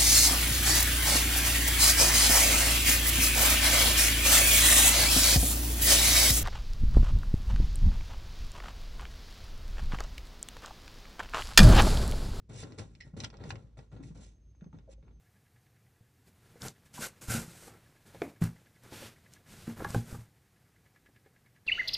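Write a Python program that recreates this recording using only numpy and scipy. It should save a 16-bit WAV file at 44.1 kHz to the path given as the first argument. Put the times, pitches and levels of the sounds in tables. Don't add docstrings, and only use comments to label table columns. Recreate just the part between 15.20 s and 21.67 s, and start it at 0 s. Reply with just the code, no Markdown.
import sys
import numpy as np
from scipy import signal
from scipy.fft import rfft, irfft, next_fast_len
from scipy.io import wavfile
from scipy.ndimage import map_coordinates

SR = 44100
rng = np.random.default_rng(int(sys.argv[2]) if len(sys.argv) > 2 else 0)


def log_audio(samples):
    frames = np.atleast_2d(samples).T
    limited = np.clip(frames, -1, 1)
    pcm = np.round(limited * 32767).astype(np.int16)
    wavfile.write(sys.argv[1], SR, pcm)


N = 285134


def amp(db):
    return 10 ** (np.asarray(db) / 20)


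def decay(t, t60):
    return amp(-60 * t / t60)


def unit_rms(x):
    return x / np.sqrt(np.mean(x ** 2) + 1e-20)


def unit_peak(x):
    return x / (np.abs(x).max() + 1e-20)


def along(points, hz):
    point_hz, values = np.transpose(points)
    return np.interp(np.log(hz + 1), np.log(point_hz + 1), values)


def wobble(rate):
    knots = rng.standard_normal(int(N * rate / SR) + 4)
    return map_coordinates(knots, [np.arange(N) * rate / SR])


def filtered(x, response):
    size = next_fast_len(len(x) + 8192)
    return irfft(rfft(x, size) * response(np.fft.rfftfreq(size, 1 / SR)), size)[:len(x)]


def coloured(x, spectrum):
    return unit_rms(filtered(x, lambda hz: amp(along(spectrum, hz))))


def resonate(x, modes):
    return filtered(x, lambda f: sum((-1) ** k * amp(db) * 1j * f * width / (hz**2 - f**2 + 1j * f * width)
                                 for k, (hz, width, db) in enumerate(modes)))


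def ringing(modes, t, scatter_db):
    hz, db, t60 = np.transpose(modes)[:, :, None]
    strength = amp(db + scatter_db * rng.standard_normal(hz.shape))
    attack = 1 - np.exp(-t / 0.0016)
    return attack * np.sum(strength * decay(t, t60) * np.sin(2 * np.pi * hz * t), axis=0)


def add(track, start, sound):
    part = track[max(round(start * SR), 0):][:len(sound)]
    part += sound[:len(part)]


# frequency in Hz, relative level in dB.
AIR_SPECTRUM = [(15, -34), (25, -20), (81, 2), (114, 6), (170, -5.5), (234, -10), (267, -11), (506, -13.5),
                (579, -21.5), (716, -15), (985, -21), (1920, -19.5), (3010, -25.5), (6350, -27),
                (14500, -28)]

def background():
    air = amp(-67.28) * coloured(rng.standard_normal(N), AIR_SPECTRUM)
    hum_phase = 2 * np.pi * 119 * np.arange(N) / SR + 1.3 * wobble(14)
    hum = amp(-81.5 + 2.3 * wobble(6)) * np.sin(hum_phase)
    stirring = amp(-80.5 + 6.1 * wobble(18)) * coloured(rng.standard_normal(N), WEIGHT_SPECTRUM)
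    return air + hum + stirring


# frequency in Hz, seconds to fall 60 dB.
ROOM_DECAY = [(100, 0.23), (500, 0.21), (2500, 0.2), (12000, 0.05)]

def room(x):
    hz, t, noise = signal.stft(rng.standard_normal(SR // 2), SR, nperseg=256)
    _, tail = signal.istft(noise * decay(t, along(ROOM_DECAY, hz)[:, None]), SR, nperseg=256)
    response = np.pad(tail, (SR // 200, 0)) / np.linalg.norm(tail)
    return signal.fftconvolve(x, response)[:N]


# time in seconds, peak level in dB.
TICK_LEVELS = [(0, -64), (.55, -61.5), (.95, -72), (1.4, -60.5), (4.2, -54), (5.2, -68.5), (5.76, -53.5),
               (6.46, -56)]
# frequency in Hz, width in Hz, relative level in dB.
TICK_RESONANCES = [(150, 124, 0.5), (1690, 54, 6), (1990, 70, 0), (2180, 107, -1), (2840, 1160, -15)]

def ticking():
    track, t = np.zeros(N), np.arange(SR // 12) / SR
    envelope = (1 - np.exp(-t / 0.00078)) * decay(t, t60=0.066)
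    for start in np.arange(.0595, N / SR, .1):
        db = np.interp(start, *np.transpose(TICK_LEVELS))
        for lead_s, lead_db in [(0, 0), (.012, -11)]:
            rattle = resonate(envelope * rng.standard_normal(len(t)), TICK_RESONANCES)
            add(track, start - lead_s, amp(db + lead_db) * unit_peak(rattle))
    return track


# frequency in Hz, relative level in dB.
CRACK_SPECTRUM = [(200, -40), (800, 20), (2300, 6.5), (5000, -1), (14000, -7)]

def crack(t, edge_hz):
    burst = coloured(rng.standard_normal(len(t)), CRACK_SPECTRUM) * decay(t, t60=0.021)
    lowpass = signal.butter(2, min(edge_hz, SR / 3), fs=SR)
    return unit_peak(signal.lfilter(*lowpass, burst))


# start in seconds, level in dB.
KNOCKS = [(3.0184, -21.5)]
# frequency in Hz, relative level in dB, seconds to fall 60 dB.
KNOCK_RING = [(265, -22, 0.12), (433, 7, 0.024), (500, -1, 0.02), (680, -3.5, 0.038), (1146, -10, 0.02),
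              (2310, -6, 0.012)]
# frequency in Hz, relative level in dB.
KNOCK_TAIL_SPECTRUM = [(50, -22), (130, -0.5), (265, 4), (490, -5.5), (600, -3), (730, -6), (950, -15.5),
                       (1700, -25), (2300, -15.5), (2550, -20), (2900, -35.5)]

def knock():
    track, t = np.zeros(N), np.arange(SR // 3) / SR
    tail_envelope = (1 - np.exp(-t / 0.0088)) * decay(t, t60=0.24)
    for start, db in KNOCKS:
        ring = unit_peak(ringing(KNOCK_RING, t, scatter_db=-1.5))
        contact = amp(-8) * crack(t, edge_hz=5000)
        tail = amp(-12) * tail_envelope * coloured(rng.standard_normal(len(t)), KNOCK_TAIL_SPECTRUM)
        add(track, start, amp(db) * (ring + contact + tail))
    return track


# frequency in Hz, relative level in dB, seconds to fall 60 dB.
BOX_MODES = [(61, -7, 0.12), (90, -3.5, 0.12), (114.9, 3.5, 0.11), (169, 4, 0.067), (208, -8, 0.055),
             (229, -6.5, 0.21), (286, 1.5, 0.055), (342, -2, 0.064), (420, -1, 0.061), (498.4, -0.5, 0.043),
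             (640, -6, 0.035), (790, -4, 0.058), (940, -7.5, 0.026), (1140, -8, 0.044), (1400, 3, .016),
             (1570, 3, .021), (2030, -13, .02)]

def thump(t, spot_hz, spread_octaves):
    hz, db, t60 = np.transpose(BOX_MODES)
    reach_db = -20 * np.log10(1 + np.abs(np.log2(hz / spot_hz) / spread_octaves) ** 3)
    loaded_hz = hz * (1 + .04 * (hz > 300) * rng.standard_normal(len(hz)))
    ring = ringing(np.transpose([loaded_hz, db + reach_db, t60]), t, scatter_db=2.9)
    crumple = 0.014 * coloured(rng.standard_normal(len(t)), CRACK_SPECTRUM) * decay(t, t60=0.037)
    force = (t == 0) + crumple
    return unit_peak(signal.fftconvolve(ring, force)[:len(t)])


# start in seconds, level in dB, pitch of the struck spot
# in Hz, spread in octaves (wider also brightens the crack), crack level in dB against the thump.
PAW_BUMPS = [(.809, -52, 116, 0.63, -26), (1.357, -49, 407, 0.57, -24), (1.451, -38, 600, 1.12, -10),
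             (1.778, -37, 1030, 0.37, -27), (1.791, -36, 196, 0.36, -28), (2.084, -30, 61, 0.34, -36),
             (2.148, -28.5, 217, 0.21, -29), (2.279, -41, 150, 0.26, -35), (2.476, -41.5, 730, 1.23, -11),
             (2.947, -42, 500, .77, -3.5), (3.2154, -24.5, 173, 0.17, -35), (3.2213, -20.5, 168, .3, -15),
             (3.723, -38, 450, .85, -23), (3.822, -38.5, 363, 0.76, -12), (4.478, -27.5, 206, 0.42, -28),
             (4.603, -30.5, 500, 1.8, -28), (4.618, -32, 550, 1.8, -20), (4.646, -25, 1390, 1.46, -3.5),
             (4.704, -32.5, 130, 1, -7), (4.746, -20, 390, 1.77, -5), (4.927, -30, 112, 1.1, -34),
             (4.945, -43, 830, 0.72, -14), (4.988, -38, 84.5, 0.68, -33), (5.889, -54.5, 300, 0.79, -19),
             (6.061, -55.5, 500, 0.6, -30)]

def bumps():
    track, t = np.zeros(N), np.arange(SR // 3) / SR
    heavy_step_db, settle_gap_s, settle_loss_db = -20, .019, 9.5
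    for start, db, spot_hz, spread, crack_db in PAW_BUMPS:
        paw = thump(t, spot_hz, spread)
        claws = amp(crack_db) * crack(t, edge_hz=9000 * spread)
        add(track, start, amp(db + 0.6) * (paw + claws))
        body_db = min(db, heavy_step_db + 2.6 * (db - heavy_step_db))
        for k in range(4):
            delay = (k + 1) * settle_gap_s + .002 * rng.standard_normal()
            settle = thump(t, spot_hz=130, spread_octaves=0.71)
            add(track, start + delay, amp(body_db - k * settle_loss_db) * settle)
    return track


# start in seconds, level in dB, pitch in Hz.
CLAW_SNAGS = [(1.4198, -30.5, 5140), (1.4837, -28, 5860), (1.741, -39, 7100), (3.24, -30, 9000),
              (3.636, -47, 9000), (4.137, -41, 7000), (4.706, -33.5, 7400)]

def snags():
    track, t = np.zeros(N), np.arange(SR // 40) / SR
    for start, db, hz in CLAW_SNAGS:
        release = (t == 0) + .09 * rng.standard_normal(len(t)) * decay(t, t60=.012)
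        band = signal.butter(3, [.62 * hz, min(1.38 * hz, SR / 3)], "bandpass", fs=SR)
        snap = amp(db + 2.5) * unit_peak(signal.lfilter(*band, release))
        add(track, start, snap)
        add(track, start + .002, .2 * snap)
    return track


# delay in seconds, level in dB against the direct sound.
WALL_ECHOES = [(.0023, -8), (.0037, -9.5), (.0049, -22), (.0078, -25)]

def walls(x):
    echo = filtered(x, lambda hz: sum(amp(db) * np.exp(-2j * np.pi * hz * delay)
                                      for delay, db in WALL_ECHOES))
    return unit_rms(x + echo)


# time in seconds, hiss level in dB.
SHUFFLE_LEVELS = [(0, -87.5), (.95, -91), (1.3, -69), (1.6, -76.5), (1.95, -71), (2.55, -73), (2.8, -72),
                  (3.18, -76.5), (3.32, -70), (3.48, -74.5), (4.1, -71.5), (5.0, -84), (5.2, -80),
                  (6.46, -83.5)]
# start, rise, hold and fade in
# seconds, hiss level in dB, share of soft fur from 0 to 1, scrape and weight offsets in dB.
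PAW_STROKES = [(1.04, 0.043, 0, .02, -70.5, .7, 0, 11.5), (1.385, 0.071, 0.013, .02, -47, 0.33, 1, 4),
               (1.648, 0.012, 0.011, 0.014, -65.5, 0.76, -4, 5),
               (1.724, 0.03, 0.075, 0.018, -51.5, 0.53, -6, -5),
               (1.783, 0.057, .016, 0.016, -37, 0.36, -1.5, -12),
               (2.008, 0.011, 0.032, 0.038, -51.5, 0.32, -3.5, -3),
               (2.062, 0.062, 0.043, 0.041, -37, 0.33, -0.5, 3),
               (2.236, 0.058, 0.19, 0.022, -56, 0.39, -2.5, -2),
               (2.471, .015, 0.071, 0.029, -70.5, 0.9, 12, 7),
               (2.845, 0.028, 0.015, 0.043, -63, 0.8, 1.5, 9),
               (2.902, 0.049, 0.15, 0.029, -65.5, 1, 2.5, 8),
               (3.202, 0.027, 0.019, 0.027, -48.5, 0.65, 5.5, 8.5),
               (3.608, 0.05, 0.094, 0.048, -64, 1, 6, 4.5), (3.68, 0.069, 0.12, 0.039, -51.5, 1, -2.5, -4),
               (4.1, 0.04, 0, 0.023, -62, 0.84, -9, 2), (4.244, 0.073, .19, 0.061, -57.5, 0.88, -3, 2.5),
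               (4.465, 0.0093, .025, .03, -64.5, 1, 16, 14), (4.544, 0.051, 0.064, 0.039, -61, 1, 12.5, 16),
               (4.665, 0.041, 0.065, 0.064, -51.5, 0.6, -0.5, 5),
               (4.849, 0.06, 0.0078, 0.067, -55, 0.54, 4, 10.5)]

def dragging():
    t = np.arange(N) / SR
    shuffle = amp(np.interp(t, *np.transpose(SHUFFLE_LEVELS)))
    moves = [(shuffle, 0.91, 3, 6.5)]  # gain, share of fur, scrape dB, weight dB
    for start, rise, hold, fade, db, fur, scrape_db, weight_db in PAW_STROKES:
        attack = np.sin(np.pi / 2 * np.clip((t - start) / rise, 0, 1)) ** 2
        release = np.exp(-(np.maximum(t - start - rise - hold, 0) / fade) ** 1.05)
        moves.append((amp(db) * attack * release, fur, scrape_db, weight_db))
    power = np.zeros((4, N))
    for gain, fur, scrape_db, weight_db in moves:
        power += np.outer([1 - fur, fur, amp(scrape_db) ** 2, amp(weight_db) ** 2], gain ** 2)
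    catching = amp(1.02 * wobble(rate=45))
    return np.sqrt(power) * catching


def slips(rate, scatter_db):
    released = rng.random(N) < rate / SR
    return released * rng.choice([-1, 1], N) * amp(scatter_db * rng.standard_normal(N))


# frequency in Hz, relative level in dB.
FIBRE_SPECTRUM = [(1100, -34.5), (1900, -10.5), (2800, -24), (3400, -18), (4200, -6), (6500, -1.5),
                  (7800, 0.5), (8700, -1.5), (11500, -5), (14500, -13)]
FUR_SPECTRUM = [(1200, -11), (2200, -4), (4000, -6.5), (6500, -9.5), (9000, -11), (14500, -16)]
SCRAPE_SPECTRUM = [(200, -11), (370, 0.5), (500, -2.5), (750, -6), (1100, -8), (1600, -7), (2300, -15),
                   (3200, -27.5)]
WEIGHT_SPECTRUM = [(18, -13), (32, -2.5), (60, -1.5), (115, 5.5), (205, 1), (270, -5.5), (400, -29.5)]
# frequency in Hz, width in Hz, relative level in dB.
WALL_RESONANCES = [(480, 70, -6), (790, 110, -11), (1380, 55, 0), (1530, 90, -2), (2100, 170, -13),
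                   (2790, 120, -14)]

def towel():
    fibre_gain, fur_gain, scrape_gain, weight_gain = dragging()
    clumps = amp(1.2 * wobble(rate=190))
    grains = slips(rate=12000, scatter_db=6.5) * clumps
    fibres = walls(coloured(grains, FIBRE_SPECTRUM))
    fur = coloured(slips(rate=15000, scatter_db=2.0), FUR_SPECTRUM)
    hiss = fibre_gain * fibres + fur_gain * fur
    grip = np.clip((np.hypot(fibre_gain, fur_gain) / amp(-36.5)) ** 1.06, 0, .85)
    rubbing = coloured(slips(rate=3000, scatter_db=4.5) * clumps, SCRAPE_SPECTRUM)
    singing = unit_rms(resonate(grains, WALL_RESONANCES))
    scrape = np.sqrt(1 - grip) * rubbing + np.sqrt(grip) * singing
    weight = coloured(slips(rate=1200, scatter_db=1.5), WEIGHT_SPECTRUM)
    return amp(-0.33) * hiss + amp(-2.12) * scrape_gain * scrape + amp(-1.46) * weight_gain * weight


def scene():
    drag = towel()
    hits = bumps() + snags()
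    reverb = room(amp(-20.5) * drag + amp(-13.0) * hits)
    mono = drag + hits + reverb + knock() + ticking() + background()
    return np.array([mono, mono])


def record(dry):
    return np.array([filtered(channel, lambda hz: hz < 14750) for channel in dry])


dry = scene()
out = record(dry)
log_audio(out)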